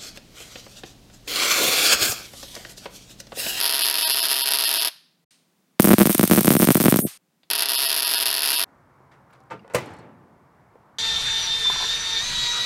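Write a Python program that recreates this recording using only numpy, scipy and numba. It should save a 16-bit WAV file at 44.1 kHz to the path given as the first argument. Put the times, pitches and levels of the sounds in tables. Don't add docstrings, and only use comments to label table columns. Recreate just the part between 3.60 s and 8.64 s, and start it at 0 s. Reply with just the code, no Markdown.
import sys
import numpy as np
from scipy import signal
from scipy.fft import rfft, irfft
from scipy.io import wavfile
from scipy.ndimage import uniform_filter1d
from numba import njit

SR = 44100
rng = np.random.default_rng(int(sys.argv[2]) if len(sys.argv) > 2 else 0)


def generate_wav(signal):
    frames = np.transpose(np.atleast_2d(signal))
    scaled = np.clip(frames, -1, 1) * 32767
    pcm = np.round(scaled).astype(np.int16)
    wavfile.write(sys.argv[1], SR, pcm)


def level_to_linear(level):
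    exponent = np.asarray(level, float) / 20
    return 10 ** exponent


N = 222440

BEAT_S = .00734
BOUNCE_S, LAG_S = (.0031, .0044), (.0025, .0065)
CRACKLE_START_S, CRACKLE_END_S = 3.41, 3.471


def relay(first, last, bounces=0, lags=0):
    pick, pick_lag, spread = rng.random((3, 64))
    delay = (pick_lag < lags) * np.interp(spread, [0, 1], LAG_S)
    bounce = np.interp(spread ** 3, [0, 1], BOUNCE_S)
    gaps = np.where(pick < bounces, bounce, BEAT_S + delay)
    times = first + np.r_[0, np.cumsum(gaps)]
    return np.r_[times[times < last - BOUNCE_S[0]], last]


def misfires(times, longest_s=.05):
    gaps = zip(times[:-1], times[1:])
    missed = [np.arange(a + BEAT_S, b - BEAT_S / 4, BEAT_S) for a, b in gaps if b - a < longest_s]
    return np.concatenate(missed)


def sparks(times, weak, echoes, points, space, level_db, weak_db, dull_hz=4500, hasty_db=-4,
           board=1, tilt_db=1.8, tilt_hz=6500):
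    level_chance, time_chance, echo_chance, tilt_chance = rng.standard_normal((len(times), 4)).T
    wander_ms, scatter_db = .008, 1.5
    hasty = np.diff(times, prepend=0) < .8 * BEAT_S
    size = level_to_linear(level_db + scatter_db * level_chance + hasty_db * hasty)
    times = times + .00004 * time_chance
    snaps = clicks(weak, level_to_linear(weak_db + scatter_db * rng.standard_normal(len(weak))))
    dull_snaps = signal.lfilter(*signal.butter(2, dull_hz, fs=SR), snaps)
    sheen = clicks(times, size * (level_to_linear(tilt_db * tilt_chance) - 1))
    sheen = signal.lfilter(*signal.butter(2, tilt_hz, "high", fs=SR), sheen)
    direct = clicks(times, size) + dull_snaps + sheen
    out = direct + room(direct, **space) + board * panel(direct)
    for ms, share, low_hz in echoes:
        echo = clicks(times + (ms + wander_ms * echo_chance) / 1000, share * size)
        out = out + signal.lfilter(*signal.butter(2, low_hz, "high", fs=SR), echo)
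    return through(out, colour(points))


# (first spark [s], last spark [s], share of gaps that are
FIRING_BURSTS = [(.0025, .0127, 0, 1), (.0263, .0431, 0, .4), (.0548, .0824, 0, .2), (.0945, .1246, .2, .3),
                 (.1365, .1805), (.1922, .2236, .7, .2), (.2278, .2663, .1), (.2768, .2856),
                 (.299, .3273, 0, .7), (.342, .3739, 0, .6), (.3839, .4772, .85), (.491, .5449, .1),
                 (.5567, .6037, .1), (.6187, .6363, 0, .4), (.6394, .67, .9), (.6852, .7473, 0, .2),
                 (.7576, .8095), (.819, .839, .9), (.8586, .888, .2), (.9076, .9212), (.936, .958),
                 (.9721, .9721), (.9868, 1.0266, 0, .2), (1.0385, 1.0531), (1.0563, 1.0919, .9),
                 (1.0992, 1.1398, .3, .2), (1.1472, 1.1991, .6), (1.2044, 1.2336, .2),
                 (1.2484, 1.2823, .4, .2), (3.9022, 3.912, .5), (3.9336, 3.9336), (3.9528, 3.9601),
                 (3.9795, 4.0331, .2, .3), (4.0577, 4.0577), (4.0868, 4.1192, .1), (4.1338, 4.1632, .2),
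                 (4.1753, 4.2693), (4.2886, 4.3033), (4.3156, 4.3682, .2, .5), (4.3761, 4.4055),
                 (4.4228, 4.4909, 0, .2), (4.4942, 4.5606, .3, .2), (4.5709, 4.6336, .2, .2),
                 (4.6575, 4.7134, .1, .3), (4.7283, 4.7508, 0, 1), (4.7643, 4.7811, 0, .5),
                 (4.7929, 4.8205, 0, .3), (4.8326, 4.8626, .2, .2), (4.8745, 4.9185),
                 (4.9303, 4.9617, .7, .1), (4.9659, 5.0044, .1), (5.0148, 5.0371, 0, .8)]
# (delay [ms], signed share [ratio], high-pass corner [Hz])
CLOSE_REFLECTIONS = [(.14, -0.19, 499), (0.499, -0.15, 501), (1.9, 0.2, 499), (2.2, 0.6, 7010)]
# (frequency [Hz], level [dB])
CLOSE_SPECTRUM = [(90, -45), (300, -20.5), (550, -13.5), (1000, -8), (1900, -5), (2150, -9), (2900, -1.5),
                  (4000, -1), (5000, -0.5), (5400, -4), (5800, -10), (7500, -19.5), (9300, -9.5),
                  (11000, .3), (13000, -6.5), (15500, -19), (17000, -48)]


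def close_sparks():
    times = np.concatenate([relay(*burst) for burst in FIRING_BURSTS])
    space = dict(clutter_db=-22.5, clutter_t60=.05, hall_db=-47)
    return sparks(times, misfires(times), CLOSE_REFLECTIONS, CLOSE_SPECTRUM, space,
                  level_db=5.0, weak_db=1.5)


# (time [s], signed size [ratio])
DISCHARGES = [(2.1979, 0.74), (2.2051, -0.1), (2.2212, -0.02), (2.2288, 0.1), (2.2433, -0.35),
              (2.2507, 0.45), (2.258, -0.08), (2.273, -0.41), (2.2833, -0.27), (2.2906, 0.42),
              (2.3052, -0.52), (2.3127, 0.68), (2.32, -0.37), (2.3324, 0.66), (2.3356, -0.15),
              (2.3388, -0.67), (2.3833, 0.45), (2.3907, -0.17), (2.401, -0.33), (2.4083, 0.65),
              (2.4156, -0.71), (2.4231, 0.23), (2.4305, -0.22), (2.4556, 0.4), (2.4633, 0.0),
              (2.471, -0.34), (2.4953, 0.34), (2.503, -0.24), (2.5102, 0.08), (2.5176, -0.03),
              (2.5278, -0.0), (2.5322, 0.01), (2.547, -0.15), (2.55, -0.22), (2.5802, 0.05), (2.5948, 0.53),
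              (2.611, -0.2), (2.6305, 0.37), (2.6378, -0.5), (2.641, 0.0), (2.6521, 0.1), (2.6762, -0.06),
              (2.6986, 0.21), (2.7119, -0.57), (2.7194, 0.5), (2.7267, 0.13), (2.734, -0.42),
              (2.7414, 0.04), (2.749, -0.18), (2.7611, -0.18), (2.7684, 0.06), (2.7759, 0.46),
              (2.7832, -0.39), (2.7905, 0.35), (2.808, 0.12), (2.8113, -0.17), (2.8313, -0.03),
              (2.8465, -0.23), (2.8566, 0.18), (2.8598, -0.01), (2.8716, -0.19), (2.8792, 0.73),
              (2.8898, 0.07), (2.905, -0.58), (2.9125, -0.0), (2.9185, -0.31), (2.9262, -0.12),
              (2.9368, 0.18), (2.9398, -0.07), (2.9519, 0.44), (2.9664, -0.39), (2.9912, 0.03),
              (2.9989, 0.36), (3.0063, -0.15), (3.0137, 0.01), (3.0209, 0.36), (3.0282, -0.5),
              (3.0357, -0.11), (3.0433, 0.28), (3.0507, -0.05), (3.0728, -0.33), (3.0874, 0.65),
              (3.1049, -0.54), (3.1122, -0.25), (3.1198, -0.01), (3.1229, -0.0), (3.1263, 0.0),
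              (3.1468, -0.01), (3.1541, 0.56), (3.1688, -0.12), (3.1718, -0.16), (3.176, 0.19),
              (3.2018, -0.3), (3.2093, 0.21), (3.2169, 0.19), (3.2276, 0.02), (3.2396, -0.23),
              (3.2501, 0.2), (3.2573, 0.58), (3.2646, -0.31), (3.2822, -0.67), (3.2898, -0.14),
              (3.2974, -0.02), (3.3005, 0.0), (3.3046, -0.01), (3.3121, -0.01), (3.3241, 0.57),
              (3.3418, -0.39), (3.36, 0.33), (3.3702, 0.07), (3.3895, -0.37), (3.3946, -0.03),
              (3.4019, -0.04)]
# (delay [ms], signed share [ratio], high-pass corner [Hz])
WIDE_REFLECTIONS = [(0.331, 0.23, 508), (2.428, 0.85, 6490)]
# (frequency [Hz], level [dB])
WIDE_SPECTRUM = [(200, -24), (1000, -8), (2500, -6), (6500, -5.5), (7700, -5.5), (8900, 3.5), (9800, -4.5),
                 (11000, 3.5), (13000, 1), (15500, 1.5), (17000, -49)]


def wide_sparks(crackle):
    earlier = 1.22 + BEAT_S * np.arange(38)
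    far, kick = np.transpose(DISCHARGES)
    missed = misfires(far)
    crackle_db = np.interp(crackle, [3.41, 3.435, 3.47], [-8., 4., -10.])
    weak_db = np.r_[np.full(len(missed), -12.), crackle_db]
    swamped_db = 2.2 * np.r_[0 * earlier, np.abs(kick)]
    space = dict(clutter_db=-25, clutter_t60=0.0068, hall_db=-35.3, lasting_db=-0.5, soaked_hz=12001.0)
    return sparks(np.r_[earlier, far], np.r_[missed, crackle], WIDE_REFLECTIONS, WIDE_SPECTRUM, space,
                  level_db=6.3 - swamped_db, weak_db=weak_db, dull_hz=11900, board=0)


def crackle_times(gap_s=.0036):
    times = np.arange(CRACKLE_START_S, CRACKLE_END_S, gap_s)
    return times + gap_s / 4 * rng.standard_normal(len(times))


# (frequency [Hz], level [dB])
JOLT_SPECTRUM = [(20, -33), (70, -23.5), (130, -4.5), (200, 2), (350, -3), (450, -10.5), (650, -12.5),
                 (850, -20), (1200, -18.5), (3000, -28), (8000, -43), (20000, -59)]


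def jolts(crackle, rumble_size=0.028, level_db=26.5):
    late_thud = clicks([3.4495], [0.2])
    rumble = clicks(crackle, rumble_size * rng.standard_normal(len(crackle)))
    dull = signal.lfilter(*signal.butter(4, 700, fs=SR), late_thud + rumble)
    kicks = clicks(*np.transpose(DISCHARGES))
    return level_to_linear(level_db) * through(kicks + dull, colour(JOLT_SPECTRUM))


# (frequency [Hz], level [dB], t60 [s])
PANEL_MODES = [(415, -27, 0.02), (675, -39, 0.05), (955, -38, 0.055), (2000, -39, 0.035)]


def panel(x):
    t = np.arange(SR // 4) / SR
    ring = 0
    for hz, db, t60 in PANEL_MODES:
        ring = ring + level_to_linear(db) * np.sin(2 * np.pi * hz * t) * np.exp(-np.log(1000) * t / t60)
    return through(x, ring)


# (frequency [Hz], t60 [s])
ROOM_DECAY = [(300, 0.34), (1400, 0.44), (4000, 0.53), (9000, 0.4), (14000, 0.15)]


def room(x, clutter_db, clutter_t60, hall_db, lasting_db=-5, soaked_hz=7000):
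    t = np.arange(SR) / SR
    hz, t60 = np.transpose(ROOM_DECAY)
    fall = 2 * np.log(1000) * t
    power = x ** 2
    clutter_power = np.abs(through(power, np.exp(-fall / clutter_t60)))
    fresh = rng.standard_normal(N) * np.sqrt(clutter_power)
    repeated = through(x, rng.standard_normal(SR) * np.exp(-fall / clutter_t60 / 2))
    out = level_to_linear(clutter_db) * fresh + level_to_linear(clutter_db + lasting_db) * repeated
    out = signal.lfilter(*signal.butter(1, soaked_hz, fs=SR), out)
    for centre in 125 * 2 ** np.arange(0, 7.1, .5):
        edges = [centre / 2 ** .25, centre * 2 ** .25]
        bandpass = signal.butter(2, edges, "band", fs=SR, output="sos")
        band = signal.sosfilt(bandpass, rng.standard_normal(N))
        decay = np.exp(-fall / np.interp(np.log(centre), np.log(hz), t60))
        decay = decay * np.clip(t / 0.003, 0, 1)
        out = out + level_to_linear(hall_db) * band * np.sqrt(np.abs(through(power, decay)))
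    return out


# (time [s], click level before room and filter [dB])
POST_TOUCHES = [(2.194, -34.5), (3.833, -33)]


def ticks():
    s, db = np.transpose(POST_TOUCHES)
    touch = clicks(s, level_to_linear(db))
    metal = colour([(600, -10), (2400, -9.5), (3500, -4.0), (4700, -8), (5600, -22.5),
                    (9000, -29.5), (16000, -32.5)])
    return through(touch + room(touch, -19.5, 0.05, -37), metal)


# (frequency [Hz], level [dB])
TONE_SPECTRUM = [(40, -49), (125, -20.5), (165, -6), (210, -11.5), (300, -13.5), (450, -20.5),
                 (2000, -28.5), (16000, -36)]


def room_tone(level_db=-66.8):
    return level_to_linear(level_db) * through(rng.standard_normal(N), colour(TONE_SPECTRUM))


def colour(points, size=4096):
    hz, db = np.transpose(points)
    grid = np.arange(size // 2 + 1) * SR / size + 1
    cepstrum = irfft(np.log(level_to_linear(np.interp(np.log(grid), np.log(hz), db))))
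    cepstrum[1:size // 2] *= 2
    cepstrum[size // 2 + 1:] = 0
    response = irfft(np.exp(rfft(cepstrum)))[:size // 2]
    return response / np.sqrt(np.sum(response ** 2))


def clicks(times, sizes):
    lead_s = 5 / SR
    place = (np.asarray(times) - lead_s) * SR
    index = np.floor(place).astype(int)[:, None] + np.arange(-7, 9)
    offset = index - place[:, None]
    kernel = np.sinc(offset) * np.cos(np.pi * offset / 16) ** 2
    weighted = np.asarray(sizes)[:, None] * kernel
    return np.bincount(index.ravel(), weighted.ravel(), N + SR)[:N]


def through(x, response):
    return signal.fftconvolve(x, response)[:N]


def heard(spans):
    t = np.arange(N) / SR
    gate = 0
    for a, b in spans:
        opening = np.clip((t - a) / .002 + (a == 0), 0, 1)
        gate = gate + opening * np.clip((b - t) / .002, 0, 1)
    return gate


# (start [s], end [s])
CLOSE_TIMES = [(0, 1.645), (3.577, 5.1)]
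# (start [s], end [s])
WIDE_TIMES = (1.707, 3.577)


def scene():
    crackle = crackle_times()
    background = room_tone() + ticks()
    close = close_sparks() + background
    wide = wide_sparks(crackle) + jolts(crackle) + background
    mix = heard(CLOSE_TIMES) * close + heard([WIDE_TIMES]) * wide
    return mix[None]


@njit
def follow(x, attack, release):
    out, level = np.empty(len(x)), 1e-9
    for i in range(len(x)):
        level += (abs(x[i]) - level) * (attack if abs(x[i]) > level else release)
        out[i] = level
    return out


# (centre [s], gain between the kept lines [dB])
HOLLOW_MOMENTS = [(.233, -9), (.439, -8), (.4622, -26), (.53, -9), (.617, -12), (.83, -17), (1.063, -9),
                  (1.193, -9), (2.985, -6), (3.4098, -10), (3.433, -60), (3.4562, -40), (4.17, -19),
                  (4.267, -10), (4.458, -12), (4.567, -11), (4.97, -10)]


def hollow(x, evenness=.3, low_hz=750, low_db=6, kept_db=2.5, thin_hz=8000, count=28, size=2048):
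    window, out = signal.windows.kaiser_bessel_derived(size, 4 * np.pi), x.copy()
    is_low = np.arange(size // 2 + 1) * SR / size < low_hz
    for s, rest_db in HOLLOW_MOMENTS:
        span = slice(int(s * SR) - size // 2, int(s * SR) + size // 2)
        lines = rfft(x[span] * window)
        power = np.abs(lines) ** 2
        broad = uniform_filter1d(power, size=40)
        whole = is_low & (broad > level_to_linear(low_db) ** 2 * np.mean(power[~is_low]))
        rank = power / broad ** evenness * ~whole
        if CRACKLE_START_S < s < CRACKLE_END_S:
            rank[:int(thin_hz * size / SR)] = 0
        peaks = signal.find_peaks(rank, distance=5)[0]
        kept = peaks[np.argsort(rank[peaks])[-count:]]
        gain = np.where(whole, 1, level_to_linear(rest_db))
        lost_power = (1 - level_to_linear(rest_db) ** 2) * np.sum(power[~whole])
        gain[kept] = level_to_linear(kept_db) * np.sqrt(lost_power / np.sum(power[kept]))
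        out[span] += window * irfft(lines * (gain - 1))
    return out


def band_limit(x):
    return signal.sosfilt(signal.butter(12, 16820, fs=SR, output="sos"), x)


def record(dry, knee_db=-40, squeeze=0.14, attack_s=0.0032, release_s=0.18):
    level = follow(dry[0], 1 / (attack_s * SR), 1 / (release_s * SR))
    x = dry * np.minimum(1, level_to_linear(knee_db) / level) ** squeeze
    for hz in (110, 593, 5300):
        poles = signal.butter(2, hz, fs=SR)[1]
        x = signal.lfilter(poles[::-1], poles, x)
    x = x / (1 + (x / .84) ** 8) ** (1 / 8)
    x = signal.sosfilt(signal.ellip(8, .2, 60, 16300, fs=SR, output="sos"), x)
    finished = hollow(x[0])[None]
    return band_limit(finished)


dry = scene()
out = record(dry)
generate_wav(out)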